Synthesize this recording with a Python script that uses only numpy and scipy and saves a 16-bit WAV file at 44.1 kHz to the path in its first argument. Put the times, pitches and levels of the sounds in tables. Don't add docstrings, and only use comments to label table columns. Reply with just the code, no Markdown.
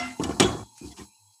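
import sys
import numpy as np
from scipy import signal
from scipy.fft import rfft, irfft
from scipy.io import wavfile
from scipy.ndimage import uniform_filter1d

SR = 44100
rng = np.random.default_rng(int(sys.argv[2]) if len(sys.argv) > 2 else 0)


def undo_db(level):
    steps = np.asarray(level, float) / 20
    return 10 ** steps


def store_wav(level_fs):
    pcm = np.round(np.clip(np.atleast_2d(level_fs), -1, 1) * 32767)
    wavfile.write(sys.argv[1], SR, pcm.T.astype(np.int16))


N = 61739
T = np.arange(N) / SR
SHELF_HZ = 3834


def rms_one(x):
    return x / np.sqrt(np.mean(x ** 2) + 1e-20)


def follow(table):
    times, *columns = np.transpose(table)
    return [np.interp(T, times, column) for column in columns]


def band_pass(x, order, edges_hz):
    return signal.sosfilt(signal.butter(order, edges_hz, "band", fs=SR, output="sos"), x)


def drift(rate_hz):
    pole = np.exp(-2 * np.pi * rate_hz / SR)
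    noise = rng.standard_normal(N + SR // 2)
    return rms_one(signal.lfilter([1], [1, -2 * pole, pole * pole], noise)[SR // 2:])


def ring(x, hz, t60):
    radius, angle = undo_db(-60 / (t60 * SR)), 2 * np.pi * hz / SR
    return signal.lfilter([0, np.sin(angle)], [1, -2 * radius * np.cos(angle), radius ** 2], x + 1e-18)


def coloured(x, points):
    hz, db = np.transpose(points)
    f = np.fft.rfftfreq(N, 1 / SR) + 1
    gain = undo_db(np.interp(np.log(f), np.log(hz), db))
    return rms_one(irfft(rfft(x) * gain, N))


def grains(rate_per_s, spread_db):
    size = undo_db(spread_db * np.minimum(rng.exponential(1, N), 4.0)) * rng.choice([-1, 1], N)
    return size * (rng.random(N) < rate_per_s / SR)


def patchy(x):
    edges = np.minimum(500 * 2 ** (np.arange(16) / 3), 0.45 * SR)
    out = np.zeros(N)
    for k, pair in enumerate(zip(edges, edges[1:])):
        swell = undo_db(3 * drift(14))
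        out += band_pass(x, 2, pair) * swell * (-1) ** k
    return rms_one(out)


def tail(spectrum, envelope):
    noise = patchy(coloured(rng.standard_normal(N), spectrum))
    mid = signal.sosfiltfilt(signal.butter(6, SHELF_HZ, fs=SR, output="sos"), noise)
    return envelope(1.6) * mid + envelope(1) * (noise - mid)


def suppressor(pauses):
    shut_s = 0.017
    db = sum(depth * np.clip((T - shut) / shut_s, 0, 1) * (T < reopen) for shut, reopen, depth in pauses)
    return undo_db(uniform_filter1d(db, size=130))


def hiss():
    # (centre [Hz], width [Hz], level [dB])
    hiss_bands = [(899, 100, -72.5), (2553, 270, -87.5), (3256, 130, -87), (3996, 99, -72.5),
                  (4240, 98.8, -77), (5320, 420, -76), (6580, 240, -75.5), (6550, 180, -71),
                  (7730, 200, -66), (8830, 480, -74.5), (10220, 450, -71), (11520, 650, -81),
                  (13800, 1900, -80.5), (15400, 600, -82.5)]
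    # (lower edge [Hz], upper edge [Hz])
    gap_hz = [3480, 3800]
    flicker_db, fade_db_per_s = 1.3, -4
    out = np.zeros(N)
    for hz, width, db in hiss_bands:
        band = band_pass(rng.standard_normal(N), 2, [hz - width / 2, hz + width / 2])
        low_fade_db = (hz < SHELF_HZ) * 12 * (np.maximum(T, 0.62) - 1.3)
        out += undo_db(db + flicker_db * drift(10) - low_fade_db) * rms_one(band)
    shelf_filter = signal.cheby2(8, 40, [SHELF_HZ - 150, 11800], "band", fs=SR, output="sos")
    shelf = signal.sosfilt(shelf_filter, rng.standard_normal(N))
    out = (out + undo_db(-84.5) * shelf) * undo_db(fade_db_per_s * (T - 3.0))
    out += undo_db(-89.5) * rng.standard_normal(N)
    return signal.sosfilt(signal.butter(2, gap_hz, "bandstop", fs=SR, output="sos"), out)


def rim_wash():
    # (frequency [Hz], density [dB per Hz])
    spectrum = [(500, 8), (3000, 2), (3700, -3), (5400, -4), (8500, -9), (9500, -20), (12000, -40.5)]
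    level_db, t60_s = -30.5, 0.65
    return tail(spectrum, lambda speed: undo_db(level_db - 60 * speed * T / t60_s))


def rim():
    # (frequency [Hz], level [dB], t60 [s], beat [Hz], first swell [s])
    rim_modes = [(250.3, -33.5, 1.2, 4.9, .07), (709, -30.5, 0.38, 10, .015), (1364, -28.5, 0.29, 11, .06),
                 (2064, -28, .4, 6.7, 0.088), (2754, -35, 0.41, 9.5, 0.065), (1050, -44.5, .3, 10, 0.023),
                 (2887, -49, 0.27, 18, 0.031), (3380, -33, 0.09, 44, 0.015), (2050, -37.5, .25, 38, 0.035),
                 (5520, -36, .15, 99, 0.034)]
    partner, rough = 0.6, 0.22
    out = np.zeros(N)
    for hz, db, t60, beat_hz, swell_s in rim_modes:
        beat = partner * np.exp(2j * np.pi * beat_hz * (T - swell_s))
        wobble = rough * (drift(24.08) + 1j * drift(25))
        line = np.exp(2j * np.pi * (hz * T + rng.random()))
        out += undo_db(db - 60 * T / t60) * np.real((1 + beat + wobble) * line)
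    return out


def narrow_swells():
    middle_s = [.327, .83, .9, .922, .997, 1.011, 1.005, 1.1, 1.31, .77, 1.089, .463, .922, 1.25, .69, .61,
                .87, 1.15, .84, .208, .96, 1.0, 1.15, .49]
    # (length [s], frequency [Hz], level [dB])
    swell_tones = [(0.016, 1494, -40.5), (0.11, 2460, -61), (0.13, 717, -57.5), (0.043, 2000, -58),
                   (0.057, 1870, -52.5), (0.08, 2280, -56.5), (0.063, 1050, -52), (0.14, 2396, -72.5),
                   (0.12, 3300, -74), (0.086, 130, -73), (0.063, 205, -65), (.04, 1500, -33.5),
                   (0.036, 3350, -52.5), (0.19, 105, -62.5), (0.073, 260, -60.5), (0.067, 2300, -59.5),
                   (0.11, 3300, -64.5), (.2, 2600, -72), (0.078, 2500, -57), (0.037, 900, -33),
                   (0.088, 410, -60.5), (0.092, 200, -50.5), (0.071, 2800, -70.5), (0.062, 1100, -40)]
    ring_cycles = 55
    out = np.zeros(N)
    for t, (length, hz, db) in zip(middle_s, swell_tones):
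        swell = np.cos(np.pi * np.clip((T - t) / length, -0.5, 0.5)) ** 2
        t60 = ring_cycles / hz
        tone = ring(ring(rng.standard_normal(N), hz, t60), hz, t60)
        out += undo_db(db) * np.sqrt(np.mean(swell ** 2)) * rms_one(swell * tone)
    return out


def squelch():
    # (time [s], level [dB], share of fine bright spray [0-1])
    motion = [(0, -73, 0.4), (.19, -84, 0.9), (.22, -42, 0.45), (.38, -50, 1), (.45, -72, 0.33),
              (.6, -49, .7), (.67, -72.5, .9), (.762, -57.5, .9), (.78, -48, 1), (.81, -51.5, 0.6),
              (.87, -47, 0.7), (.925, -53, 1), (.945, -59, 0.3), (.962, -53, 0.74), (.975, -44.5, .3),
              (1.01, -46, 0.05), (1.05, -53.5, 0.57), (1.09, -68, 0.9)]
    # (frequency [Hz], density [dB per Hz])
    wet_colour = [(350, -63), (600, -23), (706, 1), (1060, -1), (1690, -7.5), (1880, -12.5), (2750, -6),
                  (7640, -10), (15500, -32)]
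    # (frequency [Hz], density [dB per Hz])
    spray_colour = [(1500, -27), (2600, -7.5), (3600, -12.5), (4100, 1.5), (6500, -2), (9000, -5.5),
                    (15500, -25.5)]
    db, share = follow(motion)
    full = coloured(grains(9000, 2.0), wet_colour)
    fine = coloured(grains(12000, 2.0), spray_colour)
    return undo_db(db + 0.6 * drift(40)) * patchy((1 - share) * full + share * fine)


def pings():
    # (time [s], level [dB], quick t60 [s])
    loop_blows = [
        (.4255, -20, 0.14),
        (.914, -62, 0.079),
    ]
    loop_hz, linger_db, linger_t60_s = 3385, -15, 0.45
    quick, clicks = np.zeros((2, N))
    for t, db, t60 in loop_blows:
        click = (np.arange(N) == int(t * SR)) * undo_db(db)
        quick += ring(click, loop_hz, t60) + 0.13 * ring(click, loop_hz - 110, 0.4 * t60)
        clicks += click
    slow = ring(clicks, loop_hz - 8, linger_t60_s) + 1.2 * ring(clicks, loop_hz - 50, linger_t60_s)
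    return quick + undo_db(linger_db) * slow


def snaps():
    # (time [s], level [dB], fade [s])
    bursts = [
        (0, -53, .05),
        (0.2359, -27, .006),
        (0.3976, -20.5, .007),
        (.4255, -31, .012),
    ]
    # (frequency [Hz], density [dB per Hz])
    snap_colour = [(1500, -30.5), (2600, -3.5), (3800, -7.5), (5500, 0), (7000, 0.5), (8800, -5),
                   (9600, -14.5), (15500, -32)]
    level = sum((T >= t) * undo_db(db) * np.exp(-np.abs(T - t) / fade) for t, db, fade in bursts)
    return coloured(rng.standard_normal(N), snap_colour) * level


def clacks():
    # (frequency [Hz], level [dB], t60 [s])
    wire_modes = [(2337, -8.5, 0.092), (2943, 2, 0.052), (3900, -21.5, 0.03), (4680, -16, 0.035),
                  (5424, -7.5, 0.035), (5730, -4, 0.025), (6850, 0.5, 0.029), (7100, -5, 0.0089),
                  (6750, -22.5, 0.045), (7900, -10, 0.038), (8710, -11, 0.034), (10000, -20, 0.03),
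                  (11170, -37.5, .04)]
    # (time [s], level [dB], chatter [s], tilt [dB per octave])
    clack_hits = [
        (.198, -42, 0.0034, -3.5),
        (0.2366, -30.5, 0.0037, 1.5),
        (0.292, -44.5, 0.0031, 2),
        (0.311, -45.5, 0.0028, -7.5),
        (0.399, -12.5, 0.0042, 5),
        (0.405, -23.5, .009, -1.5),
        (.425, -24, 0.007, 3.5),
        (0.779, -57, 0.0067, 23),
        (0.916, -62, 0.0059, 0),
    ]
    # (frequency [Hz], density [dB per Hz])
    wash_colour = [(710, -17), (1200, -4), (2260, -7), (2590, -8.5), (3350, -5.5), (5090, -19),
                   (6730, -11.5), (15500, -42.5)]
    wash_db, wash_t60_s, crack_db, crack_s = -14, 0.5, 0.5, 0.0057
    chatter_noise = grains(5000, 2.0)
    out = np.zeros(N)
    for t, db, chatter_s, tilt in clack_hits:
        drive = (T >= t) * np.exp(-np.maximum(T - t, 0) / chatter_s) * chatter_noise
        drive *= 1.25 * undo_db(db) / np.sqrt(np.sum(drive ** 2))
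        drive[int(t * SR)] += 0.5 * undo_db(db)
        for hz, level_db, t60 in wire_modes:
            luck_db = rng.standard_normal()
            gain = undo_db(level_db + tilt * np.log2(hz / 5000) + luck_db)
            out += gain * ring(drive, hz, t60) * np.sign(luck_db)

    def envelope(speed):
        level = np.zeros(N)
        for t, db, *_ in clack_hits:
            since = np.abs(T - t)
            wash = undo_db(db + wash_db - 60 * speed * since / wash_t60_s)
            crack = undo_db(db + crack_db) * np.exp(-since / crack_s)
            level += (T >= t) * (wash + crack)
        return level

    return out + tail(wash_colour, envelope)


def bottom():
    mode_hz = [71, 112, 155, 207, 260, 310, 367, 464, 554, 690, 795, 1060, 1330, 1723]
    # (level [dB], t60 [s])
    mode_decay = [(-12.5, 0.11), (-29.5, 0.98), (-37.5, 0.05), (-27, 0.59), (-24, 0.18), (-12, 0.074),
                  (-8, 0.13), (-15, 0.13), (-16.5, 0.064), (-12.5, 0.068), (-6, 0.049), (-4.5, .05),
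                  (-14.5, 0.048), (-15, 0.077)]
    # (time [s], level [dB], contact cut-off [Hz], thump [Hz], thump t60 [s])
    thud_hits = [(0.197, -16.5, 620, 410, 0.028), (.204, -21.5, 940, 302, 0.091),
                 (0.2253, -22.5, 610, 265.4, 0.14), (.24, -27.5, 700, 330, 0.036),
                 (.249, -28, 603, 264, 0.072), (.268, -31, 610, 298, 0.028), (0.2934, -16, 600, 320, 0.027),
                 (.308, -26.5, 700, 430, .04), (0.34, -29, 400, 202, .04), (.399, -12.5, 970, 290, 0.034),
                 (0.4065, -7, 706, 345, 0.034), (0.4262, -17, 810, 291, 0.076), (.435, -30, 710, 365, .08),
                 (.445, -12, 616, 366, .08), (0.473, -26, 595, 253, 0.038), (.5, -31, 1204, 387, 0.031),
                 (0.55, -23, 633, 351, 0.052), (.575, -36, 500, 203, 0.043), (0.602, -32, 505, 304, 0.045),
                 (0.813, -31.5, 450, 290, 0.087), (0.845, -31, 440, 296.6, 0.22),
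                 (0.857, -36, 450, 317, .08), (0.872, -38, 414, 257, 0.049), (.893, -40.5, 402, 215, 0.087),
                 (0.995, -37, 506.5, 387, 0.063), (1.008, -42.5, 700, 198, 0.23),
                 (1.018, -37.5, 451, 301.5, 0.1)]
    # (time [s], level [dB], contact cut-off [Hz])
    pressure = [(0, -38.5, 484), (.194, -59, 480), (.205, -24.5, 1340), (.29, -26.5, 1400),
                (.397, -34.5, 960), (.41, -12.5, 1700), (.47, -21, 1580), (.54, -27, 1570),
                (.63, -34, 1210), (.665, -43.5, 406), (.808, -77.5, 294), (.815, -39.5, 330),
                (.92, -48, 452), (.96, -51, 416), (1.01, -43.5, 438), (1.06, -67, 320),
                (1.12, -66.5, 300.3), (1.4, -86, 294)]
    db, cut_hz = follow(pressure)
    contacts = grains(1500, 2.5)
    soft, hard = (rms_one(signal.sosfilt(signal.butter(4, hz, fs=SR, output="sos"), contacts))
                  for hz in (400, 1600))
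    share = np.clip(np.log(cut_hz / 300) / np.log(2000 / 300), 0, 1)
    grind = undo_db(db) * ((1 - share) * soft + share * hard)

    blows, thumps = np.zeros((2, N))
    for t, hit_db, contact_hz, thump_hz, thump_t60 in thud_hits:
        push = np.hanning(int(SR / contact_hz))
        blow = np.zeros(N)
        blow[int(t * SR):][:len(push)] = -undo_db(hit_db) * push / push.sum()
        blows += blow
        thumps += ring(blow, thump_hz, thump_t60)

    modes = np.zeros(N)
    for hz, (level_db, t60) in zip(mode_hz, mode_decay):
        modes += undo_db(level_db) * (ring(blows, hz, t60) + 0.024 * ring(grind, hz, t60 * 0.33))
    return modes + 0.046 * grind + undo_db(1) * thumps


def scene():
    # (shuts [s], reopens [s], depth [dB])
    low_pauses = [
        (.635, .808, -14),
        (.715, .808, -2),
        (.928, .985, -11),
        (1.085, 1.5, -15),
    ]
    # (shuts [s], reopens [s], depth [dB])
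    mid_pauses = [
        (.13, .193, -4),
        (.335, .396, -5),
        (.56, .76, -3),
        (.8, .905, -3),
        (1.06, 1.5, -2.5),
        (.935, .965, -5),
    ]
    low_gain = suppressor(low_pauses)
    hiss_follows = 0.3
    noisy = hiss() * low_gain ** hiss_follows + rim_wash() + squelch() + snaps() + clacks()
    tonal = rim() + narrow_swells() + pings() + bottom() * low_gain
    mid_filter = signal.butter(4, [1400, SHELF_HZ], "band", fs=SR, output="sos")
    mid = signal.sosfiltfilt(mid_filter, noisy)
    return (tonal + noisy - mid * (1 - suppressor(mid_pauses)))[None]


def roll_off(x):
    return signal.sosfilt(signal.butter(12, 15650, fs=SR, output="sos"), x)


def record(dry):
    low_cut_hz, top_cut_hz = 64, 15750
    x = signal.sosfilt(signal.butter(9, low_cut_hz, "high", fs=SR, output="sos"), dry)
    x = 1.023 * np.tanh(x / 1.396)
    x = signal.sosfilt(signal.cheby2(12, 40, top_cut_hz, fs=SR, output="sos"), x)
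    return roll_off(x)


dry = scene()
out = record(dry)
store_wav(out)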